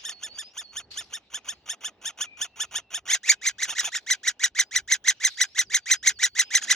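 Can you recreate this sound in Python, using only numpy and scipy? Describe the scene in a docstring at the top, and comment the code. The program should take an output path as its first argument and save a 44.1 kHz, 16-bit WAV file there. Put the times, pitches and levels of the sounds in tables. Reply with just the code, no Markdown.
"""Woodpecker nestlings begging

Two chicks beg from a tree hole; the front chick joins the deeper one partway and is far louder.
Each call is a hoarse rising lead-in, a clear arched note and a rough tail: overtones mixed with breath noise.
Two songbirds whistle far off as wavering sines with echoes. Leaves, a murmur, a low rumble and scratchy
rustles are noises, each with its own spectrum and changing level."""
import sys
import numpy as np
from scipy import signal
from scipy.fft import rfft, irfft, next_fast_len
from scipy.io import wavfile
from scipy.ndimage import uniform_filter1d, map_coordinates

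SR = 44100
rng = np.random.default_rng(int(sys.argv[2]) if len(sys.argv) > 2 else 0)


def persist_wave(psi):
    """Save psi, clipped to +-1, as 16-bit WAV."""
    counts = np.round(np.clip(psi, -1, 1) * 32767).astype(np.int16)
    wavfile.write(sys.argv[1], SR, np.atleast_2d(counts).T)


N = 297675  # length in samples


def amp(db):
    """Turns decibels into an amplitude factor."""
    return 10 ** (np.asarray(db) / 20)


def unit(x):
    """Scales a sound to an rms of 1."""
    return x / np.sqrt(np.mean(x ** 2) + 1e-20)


def along(points, hz):
    """Reads a curve of (Hz, value) points on a log frequency axis."""
    f, v = np.transpose(points)
    return np.interp(np.log(hz + 1), np.log(f + 1), v)


def wobble(rate, size=N):
    """A smooth random curve with rate random points a second."""
    return map_coordinates(rng.standard_normal(int(size * rate / SR) + 4), [np.arange(size) * rate / SR])


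def filtered(x, response):
    """Shapes a sound by a response that depends on frequency."""
    m = next_fast_len(N + 8192)
    spectrum = rfft(x, m) * response(np.fft.rfftfreq(m, 1 / SR))
    return irfft(spectrum, m)[..., :N]


def add(track, s, sound):
    """Mixes a sound into the track from time s on, cutting what falls outside."""
    i = round(s * SR)
    part = track[max(i, 0):][:len(sound) + min(i, 0)]
    part += sound[max(-i, 0):][:len(part)]


def scattered(x, decays):
    """Echoes as decaying noise, different left and right; each frequency dies at its own speed."""
    hz, t, z = signal.stft(rng.standard_normal((2, SR // 4)), SR, nperseg=64)
    fading = z * amp(-60 * t / along(decays, hz)[:, None])
    tail = signal.istft(fading, SR, nperseg=64)[1]
    return signal.fftconvolve(x[None], tail / np.linalg.norm(tail[0]), axes=1)[:, :N]


def rush(spectrum, alike, patchy_db):
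    """Stereo noise of rms 1 with patches of random gain; alike sets how similar left and right are."""
    z = signal.stft(rng.standard_normal((2, N)), nperseg=512)[2]
    patches = uniform_filter1d(uniform_filter1d(rng.standard_normal(z.shape[1:]), 6, 0), 10, 1)
    pair = signal.istft(z * amp(patchy_db * unit(patches)), nperseg=512)[1][:, :N]
    mid, side = filtered(pair, lambda hz: amp(along(spectrum, hz)))
    turn = np.arccos(np.clip(alike, -1, 1)) / 2
    left = np.cos(turn) * mid + np.sin(turn) * side
    right = np.cos(turn) * mid - np.sin(turn) * side
    return unit(np.array([left, right]))


# spectrum of the rumble, only its shape counts: [pitch_hz, relative_db_per_hz]
RUMBLE_SPECTRUM = [(12, -53.5), (20, -27.5), (54, 0.5), (98, -1), (156, -8), (320, -13.5), (420, -4),
                   (700, -120)]
# rumble level over time: [time_s, level_db]
RUMBLE_LEVEL = [(0, -74), (1.4, -68.5), (3, -72.5), (5, -73), (6.75, -71)]
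# soft low bumps in the rumble: [full_level_s, level_db]
RUMBLE_BUMPS = [(4.53, -61.5), (4.76, -54.5), (5.67, -71)]
BUMP_RISE_S, BUMP_T60_S = .03, 0.4  # t60: time to die away by 60 dB


def rumble():
    """Low noise that swells and sinks at random, with bumps that rise fast and die away."""
    t = np.arange(N) / SR
    level = amp(np.interp(t, *np.transpose(RUMBLE_LEVEL)) + 5.2 * wobble(6.8))
    for s, db in RUMBLE_BUMPS:
        bump = amp(db - 60 * t / BUMP_T60_S) * np.clip(t / BUMP_RISE_S, 0, 1)
        add(level, s - BUMP_RISE_S, bump)
    return level * rush(RUMBLE_SPECTRUM, alike=.99, patchy_db=.7)


# levels of the wood's two noises over time: [time_s, murmur_db, leaves_db]
AIR_LEVELS = [(0, -65, -54), (.5, -67, -63.5), (1.8, -66, -67.5), (3.3, -71, -75), (3.8, -66.5, -56),
              (4.202, -69.5, -72.5), (6.35, -76, -68), (6.75, -56.5, -61)]
# spectrum of the wood's murmur, only its shape counts: [pitch_hz, relative_db_per_hz]
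MURMUR_SPECTRUM = [(120, -45.5), (200, -9.5), (550, -12), (809, -8.5), (999, -17), (1540, -22),
                   (2000, -20.5), (2600, -42.5), (4400, -120)]
# spectrum of the leaf hiss, only its shape counts: [pitch_hz, relative_db_per_hz]
LEAVES_SPECTRUM = [(900, -28), (1800, -13), (2800, 1), (4500, -6.5), (6000, -13.5), (8000, -30),
                   (11000, -42.5), (16000, -65)]


def murmur_and_leaves():
    """A dull murmur and a hiss of leaves, noises that swell separately; the hiss is wide and patchy."""
    t = np.arange(N) / SR
    s, murmur_db, leaves_db = np.transpose(AIR_LEVELS)
    murmur_level = amp(np.interp(t, s, murmur_db) + 2.5 * wobble(20))
    leaves_level = amp(np.interp(t, s, leaves_db) + 4.7 * wobble(8.7))
    murmur = murmur_level * rush(MURMUR_SPECTRUM, alike=.88, patchy_db=1.5)
    leaves = leaves_level * rush(LEAVES_SPECTRUM, alike=0.24, patchy_db=3.5)
    return murmur + leaves


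# twigs and leaves brushed: [start_s, level_db (before the fade), rise_s, t60_s]
BRUSHES = [(0.904, -39, 0.013, 0.49), (3.7, -43, 0.11, 1), (5.19, -58, 0.05, 0.12),
           (5.27, -43, 0.017, 0.83), (6.58, -43, 0.081, 0.64)]
# spectrum of the rustles, only its shape counts: [pitch_hz, relative_db_per_hz]
RUSTLE_SPECTRUM = [(800, -29.5), (2000, -7), (3000, -7), (4200, 7.5), (5500, -3), (8000, -19), (12000, -23),
                   (16000, -45)]


def rustles():
    """Short scratchy bursts of noise that rise and die away."""
    t, level = np.arange(SR) / SR, np.zeros(N)
    for s, db, rise, t60 in BRUSHES:
        add(level, s, amp(db - 60 * t / t60) * np.clip(t / rise, 0, 1))
    return level * amp(1.6 * wobble(160)) * rush(RUSTLE_SPECTRUM, alike=0.267, patchy_db=3)


def whistles(notes, waver):
    """Sine whistles that glide from point to point, shaky in pitch and uneven in level."""
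    song = np.zeros(N)
    for points in notes:
        s, hz, db = np.transpose(points)
        t = np.arange(s[0] - .01, s[-1] + 0.012, 1 / SR)
        fade = np.clip(np.minimum(t - t[0], t[-1] - t) / 0.005, 0, 1)
        shaky_hz = np.interp(t, s, hz) * (1 + waver * wobble(250, len(t)))
        phase = 2 * np.pi * np.cumsum(shaky_hz) / SR
        level = amp(np.interp(t, s, db) + 3 * wobble(50, len(t)))
        add(song, t[0], fade * level * np.sin(phase))
    return song


# the high bird's falling whistle: [after_start_s, pitch_hz, relative_level_db]
FALLING_WHISTLE = [(0, 6000, -10), (.025, 4850, -2), (.055, 4420, 0), (.11, 4450, -1), (.13, 4450, -11),
                   (.24, 4450, -11)]
# its rising whistle: [after_start_s, pitch_hz, relative_level_db]
RISING_WHISTLE = [(0, 4400, -10), (.04, 4640, 0), (.13, 4880, -7), (.185, 5150, -9), (.205, 5600, -18)]
# when it whistles falling: [start_s, pitch_factor, level_db]
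FALLING_STARTS = [(.075, .985, -55), (.6, .985, -57), (1.44, 1.015, -65), (5.175, 1.02, -61),
                  (5.645, 1.02, -59), (6.12, 1.005, -59)]
# when it whistles rising: [start_s, pitch_factor, level_db]
RISING_STARTS = [(.31, 1.001, -48), (4.55, 1.02, -66), (5.34, 1.035, -53), (5.86, 1.025, -53),
                 (6.34, 1.03, -51)]
# the low bird's level notes: [start_s, length_s, pitch_hz, level_db]
LOW_BIRD_NOTES = [(1.4, .05, 2470, -69), (2.27, .1, 2420, -57), (2.47, .09, 2690, -71),
                  (2.66, .06, 2620, -71), (2.81, .09, 2690, -73), (3.36, .06, 2550, -73),
                  (3.52, .06, 2520, -73), (4.17, .06, 2500, -75)]
# how long near echoes in the wood last: [pitch_hz, t60_s]
WOOD_ECHO = [(500, 0.04), (3000, 0.042), (12000, 0.013)]
# how long far echoes of the songbirds last: [pitch_hz, t60_s]
GLADE_ECHO = [(2000, .35), (6000, .3)]


def songbirds():
    """The high bird repeats its two whistles, the low bird holds level notes; echoes blur both."""
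    def sung(starts, whistle):
        return [[(s + after, factor * hz, db + shape_db) for after, hz, shape_db in whistle]
                for s, factor, db in starts]

    high = sung(FALLING_STARTS, FALLING_WHISTLE) + sung(RISING_STARTS, RISING_WHISTLE)
    low = [[(s, hz, db), (s + length, hz, db)] for s, length, hz, db in LOW_BIRD_NOTES]
    song = whistles(high, waver=.008) + whistles(low, waver=.014)
    near_echo = amp(3) * scattered(song, WOOD_ECHO)
    far_echo = amp(-4) * scattered(song, GLADE_ECHO)
    return song + near_echo + far_echo


LEAD_START_HZ = 1313.4  # every lead-in starts on this pitch
BREAK_S, CLIMB_BEND = 0.0091, .55  # it breaks down this long before the note; its climb is fastest at first


def call_pitch(t, lead, rise, end, tail, lead_hz, start_hz, top_hz, end_hz, tail_hz, bend):
    """Pitch in Hz: the lead-in climbs, breaks down to the note, which arches; the tail jumps and sags."""
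    hz = np.interp(t, [-BREAK_S, -.002, end, end + 0.0035, end + tail],
                   [lead_hz, start_hz, end_hz, tail_hz, .85 * tail_hz])
    climb = np.clip((t + lead) / max(lead - BREAK_S, .005), 0, 1) ** CLIMB_BEND
    hz = np.where(t < -BREAK_S, LEAD_START_HZ + (lead_hz - LEAD_START_HZ) * climb, hz)
    upward = top_hz - (top_hz - start_hz) * np.clip(1 - t / rise, 0, 1) ** bend[0]
    hz = np.where((t >= -.002) & (t < rise), upward, hz)
    downward = top_hz - (top_hz - end_hz) * np.abs((t - rise) / (end - rise)) ** bend[1]
    return np.where((t >= rise) & (t < end), downward, hz)


def chick(calls, shape, mood, throat, gaps, hoarse, bright_db, halves_db, jitter, bend, tail_hz, decay_db,
          muffle_hz, ring, clear, smear_hz):
    """Overtones on each call's pitch, coloured by throat and hole, mixed with breath noise.

    hoarse is how breathy (0 to 1) the lead-in start and the tail are. 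bright_db (tilt of the overtones an
    octave, as the beak opens) and halves_db (lines halfway) are for lead-in start, lead-in and tail.
    The lead-in start lasts for clear seconds.
    """
    def colour(hz):
        gap_db = sum(db / (1 + ((hz - c) / w) ** 2) for c, w, db in gaps)
        return amp(along(throat, hz) - gap_db)

    breath = unit(filtered(rng.standard_normal(N), colour))
    # behind a half-shut beak the breath is duller
    muffled = unit(filtered(rng.standard_normal(N), lambda hz: colour(hz) / (1 + (hz / muffle_hz) ** 2)))
    tone, puff, shut = np.zeros((3, N))
    tail = shape["tail"]
    mood_s, *moods = np.transpose(mood)
    for s, lead, end, top_hz, lead_db, onset_db, top_db in calls:
        rising, stop, lead_breath, note_breath, note_halves_db, swell_db = (
            np.interp(s, mood_s, column) for column in moods)
        rise = rising * end
        end_db = top_db - shape["sag_db"]
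        tail_db = end_db - shape["drop_db"]
        start_hz, end_hz = shape["start"] * top_hz, stop * top_hz
        lead_hz = LEAD_START_HZ + shape["climb_hz_per_s"] * lead
        first_db = lead_db - swell_db
        t = np.arange(-lead, end + tail + .04, 1 / SR)  # zero where the note starts
        hz = call_pitch(t, lead, rise, end, tail, lead_hz, start_hz, top_hz, end_hz, tail_hz, bend)

        knots = np.maximum.accumulate([
            -lead, .001 - lead, .008 - lead, -.014, -.003, .0045, rise, end - .003,
            end + 0.91 * tail, end + tail, end + tail + 0.005, end + tail + 0.043])
        level = amp(np.interp(t, knots, [
            first_db - 32.5, first_db - 5, first_db, lead_db, lead_db + 9.5, onset_db, top_db, end_db,
            tail_db, tail_db - 12, tail_db - decay_db, tail_db - 53.5]))

        stages = np.maximum.accumulate([
            -lead, clear - lead, clear + 0.0039 - lead, -.003, .002, end - .003, end + 0.0012])

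        def staged(values):
            """Moves between values given for lead-in start, lead-in, tail and note."""
            return np.interp(t, stages, np.array(values)[[0, 0, 1, 1, 3, 3, 2]])

        rough = np.clip(staged([hoarse[0], lead_breath, hoarse[1], note_breath]), 0, .99)
        # unsteady membranes: fast pitch scatter smears the higher overtones first
        scatter = 1 + jitter * np.sqrt(rough) * wobble(891.7, len(t))
        phase = 2 * np.pi * np.cumsum(hz * scatter) / SR
        k = np.arange(1, 17)[:, None] / 2  # overtone numbers and the lines halfway
        # when every second cycle is weaker, lines appear halfway between the overtones
        halfway = amp(staged([*halves_db, note_halves_db]) + 2.2 * wobble(80, len(t)))
        halves = np.where(k % 1, halfway, 1)
        tilt = amp(staged([*bright_db, 0]) * np.log2(np.maximum(k, 1)))
        gain = colour(k * hz) * halves * tilt * (k * hz < SR / 2)
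        # each overtone swells and shrinks a little on its own
        lumps = amp(uniform_filter1d(rng.normal(0, 14, gain.shape), size=200, axis=1))
        power = np.sum(gain ** 2, axis=0) / 2
        # the note flares up where an overtone sweeps through a resonance
        flare = (power / np.interp(rise, t, power)) ** staged([0, 0, 0, ring])
        # overtones towards smear_hz and above break up into noise
        smear = np.minimum((k * top_hz / smear_hz) ** 12, 2.5) * wobble(700, len(t))
        overtones = np.sum(gain * lumps * np.sin(k * phase + smear), axis=0)
        wave = overtones / np.sqrt(power) * flare
        flutter = amp((.4 + 2.2 * rough) * wobble(350, len(t)))
        breath_level = level * flutter * np.sqrt(rough)
        add(tone, s - lead, level * flutter * np.sqrt(1 - rough) * wave)
        add(puff, s - lead, breath_level * staged([.6, 0.64, 0.4, 0.44]))
        add(shut, s - lead, breath_level * staged([0.65, 0.47, 0.78, 0]))
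    return tone + puff * breath + shut * muffled


# the deep chick's calls, levels at lead-in end, note start and top of the arch:
# [note_start_s, lead_in_s, note_length_s, top_pitch_hz, lead_in_db, note_start_db, top_db]
DEEP_CALLS = [(.0492, .045, 0.039, 1832, -51, -33, -34), (.0925, .025, 0.024, 1828, -47.5, -30.5, -34.5),
              (.2319, 0.035, .037, 1794, -47.5, -33, -33.5), (.3843, .045, 0.035, 1798, -50, -33.5, -33.5),
              (.5749, 0.04, 0.038, 1803, -48, -35, -34.5), (.765, 0.043, 0.033, 1800, -46, -33.5, -32),
              (.971, 0.056, 0.037, 1807, -49.5, -32.5, -31.5),
              (1.1347, 0.035, 0.033, 1834, -47, -33.5, -33), (1.3414, 0.041, 0.031, 1760, -48, -29.5, -31),
              (1.486, 0.041, .035, 1815, -44, -30, -33.5), (1.6931, 0.036, 0.036, 1825, -44, -29.5, -30.5),
              (1.8464, 0.04, 0.032, 1773, -42.5, -28.5, -30.5),
              (2.0531, 0.039, 0.039, 1800, -43.5, -28.5, -29),
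              (2.2102, 0.036, 0.031, 1754, -39.5, -24.5, -29), (2.4129, .042, .035, 1790, -41, -25.5, -29),
              (2.6022, .044, 0.033, 1776, -41, -25, -26), (2.7543, 0.044, .03, 1816, -39, -24.5, -28),
              (2.9427, 0.039, 0.033, 1818, -41, -27, -28.5), (3.097, 0.043, 0.046, 1800, -39.5, -25, -25.5),
              (3.6966, 0.023, 0.027, 1816, -35, -28, -26), (3.8471, 0.047, 0.028, 1733, -36, -21.5, -23.5)]
# what all its calls share: climb_hz_per_s [Hz/s], start [note start pitch, share of the top], tail [s],
# sag_db [note end under the top, dB], drop_db [tail under the note end, dB]
DEEP_CALL_SHAPE = dict(climb_hz_per_s=9300, start=.785, tail=.019, sag_db=5, drop_db=9)
# how its calls change as the begging goes on: [time_s, rising_share of the note, end_pitch_share of the top,
# lead_in_breathiness 0-1, note_breathiness 0-1, note_halfway_lines_db, lead_in_swell_db]
DEEP_CALL_MOOD = [(0, .38, 0.86, 0.77, .1, -30, 13), (.45, 0.37, 0.93, 0.99, .1, -40, 4.4),
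                  (.6, 0.64, 0.87, 0.99, .12, -44, 7.1), (1.5, 0.7, 0.88, 1, 0.38, -19.5, 2.8),
                  (2.8, 0.64, 0.79, 1, .18, -18, 3.3), (3.1, .55, .85, 0.95, 0.27, -15.5, 1),
                  (3.85, 0.54, 0.99, 0.78, 0.66, -8, 6)]
# colour of its throat and the hole: [pitch_hz, gain_db]
DEEP_COLOUR = [(300, -26), (700, -17.5), (1200, -12), (1800, -16), (2500, -6.5), (3300, -2.5), (5000, -16),
               (6200, 3), (7000, 6), (9000, -2), (11000, -15.5), (13500, -40), (15500, -4)]
# pitches its windpipe swallows: [pitch_hz, width_hz, depth_db]
DEEP_WINDPIPE = [(4040, 97, 38), (7910, 520, 56), (13400, 130, 24)]


def deep_chick():
    """The quieter, deeper chick: a slow climb to a low, breathy note."""
    return chick(DEEP_CALLS, DEEP_CALL_SHAPE, DEEP_CALL_MOOD, DEEP_COLOUR, DEEP_WINDPIPE,
                 hoarse=[.25, .35], bright_db=[-3, -3, -4], halves_db=[-30, -30, -3], jitter=0.023,
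                 bend=[2.2, 3], tail_hz=1465, decay_db=20.5, muffle_hz=2640, ring=0.4, clear=0.0032,
                 smear_hz=10200)


# the front chick's calls, levels at lead-in end, note start and top of the arch:
# [note_start_s, lead_in_s, note_length_s, top_pitch_hz, lead_in_db, note_start_db, top_db]
FRONT_CALLS = [(3.122, 0.046, 0.032, 2147, -30.5, -27.5, -16),
               (3.2928, 0.062, 0.03, 2323, -29, -9.5, -11.5),
               (3.4653, 0.052, 0.028, 2136, -29.5, -18.5, -17),
               (3.6284, 0.046, .025, 2049, -31.5, -20, -22), (3.7903, 0.041, 0.02, 1970, -31.5, -23, -18),
               (3.9571, 0.039, 0.019, 1875, -32, -27, -22.5),
               (4.107, 0.044, 0.029, 2043, -31.5, -16.5, -16.5), (4.276, .045, 0.02, 2009, -32, -16, -15),
               (4.4405, .047, 0.021, 1991, -29, -12, -15.5),
               (4.5947, 0.046, 0.022, 2086, -28.5, -11, -13.5), (4.7591, 0.05, .026, 2025, -32, -13, -17.5),
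               (4.9205, .045, 0.026, 2088, -29.5, -11.5, -15.5),
               (5.0822, .042, 0.025, 2084, -29.5, -9.5, -13.5),
               (5.2461, .047, .03, 2093, -30.5, -12.5, -15.5),
               (5.412, .041, 0.027, 2023, -30.5, -13.5, -17),
               (5.5883, .041, .0295, 2052, -31.5, -13.5, -17),
               (5.7452, 0.047, 0.028, 2130, -31.5, -12.5, -16.5),
               (5.9112, 0.054, .031, 2091, -29, -12, -14.5),
               (6.0719, 0.045, 0.029, 2130, -29.5, -10.5, -15.5),
               (6.2351, 0.047, 0.028, 2003, -28.5, -14.5, -15),
               (6.3931, 0.043, .026, 2060, -28.5, -10.5, -14.5),
               (6.5507, 0.047, 0.028, 2072, -27, -10, -14.5), (6.63, .022, .022, 1676, -38.5, -37, -27.5),
               (6.7077, 0.038, 0.02, 2033, -27, -13.5, -11.5)]
# what all its calls share: climb_hz_per_s [Hz/s], start [note start pitch, share of the top], tail [s],
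# sag_db [note end under the top, dB], drop_db [tail under the note end, dB]
FRONT_CALL_SHAPE = dict(climb_hz_per_s=22500, start=.74, tail=.023, sag_db=6.5, drop_db=20.5)
# how its calls change as the begging goes on: [time_s, rising_share of the note, end_pitch_share of the top,
# lead_in_breathiness 0-1, note_breathiness 0-1, note_halfway_lines_db, lead_in_swell_db]
FRONT_CALL_MOOD = [(3.1, 0.45, 0.64, .4, 0.076, -25, 3.6), (3.4, 0.51, 0.61, 0.54, .12, -23, 15.5),
                   (3.7, 0.34, 0.65, 0.45, .08, -20.5, 4.8), (4.1, .3, 0.7, 0.4, 0.057, -32, 6.4),
                   (5, .3, .68, .45, 0.046, -37, 9.2), (5.8, 0.366, 0.64, .55, 0.06, -36.5, 6.7),
                   (6.75, .31, 0.56, .65, 0.067, -30.5, 8.9)]
# colour of its throat and the hole: [pitch_hz, gain_db]
FRONT_COLOUR = [(300, -35.5), (700, -20), (1200, -15.5), (2000, -2), (3000, -5.5), (4200, 3.5),
                (5300, -2.5), (6200, 3.5), (7200, 3), (8200, -8.5), (10000, -5), (12500, -21.5),
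                (15000, -12)]
# pitches its windpipe swallows: [pitch_hz, width_hz, depth_db]
FRONT_WINDPIPE = [(4235, 250, 12.8), (8970, 445, 23), (13700, 140, 6)]


def front_chick():
    """The louder chick: a steep climb to a higher, clearer note."""
    return chick(FRONT_CALLS, FRONT_CALL_SHAPE, FRONT_CALL_MOOD, FRONT_COLOUR, FRONT_WINDPIPE,
                 hoarse=[.08, .5], bright_db=[-5, -8, -7], halves_db=[-35, -30, -12], jitter=0.033,
                 bend=[3.2, 2.4], tail_hz=1720, decay_db=18.0, muffle_hz=4300, ring=0.43, clear=0.017,
                 smear_hz=9000)


# how long echoes in the tree hole last: [pitch_hz, t60_s]
HOLE_ECHO = [(500, 0.043), (4000, 0.054), (14000, 0.0076)]


def nest():
    """Both chicks with echoes from the tree hole and, fainter, from the wood."""
    chicks = deep_chick() + front_chick()
    hole_echo = amp(-16.5) * scattered(chicks, HOLE_ECHO)
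    wood_echo = amp(-39.5) * scattered(chicks, WOOD_ECHO)
    return chicks + hole_echo + wood_echo


def scene():
    """The begging chicks over the sounds of the wood."""
    return rumble() + murmur_and_leaves() + rustles() + songbirds() + nest()


# how far the left microphone port leads the right: [pitch_hz, lead_half_turns of phase]
PORT_LEAD = [(500, 0), (1640, .03), (2900, .32), (4300, .35), (4750, 1), (5250, 2), (6120, 2.25),
             (8100, 2.5), (10300, 2.8), (11600, 3), (16000, 3)]
TOP_HZ = 16000  # nothing is kept from here up


def record(dry):
    """Two ports that differ in phase, opposite in the high treble; the right is slightly louder."""
    def ports(hz):
        half_lead = .5 * np.pi * along(PORT_LEAD, hz)
        return np.exp(1j * half_lead * np.array([[1], [-1]])) * (hz < TOP_HZ)

    return filtered(dry * amp([[-.15], [.15]]), ports)


dry = scene()
out = record(dry)
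persist_wave(out)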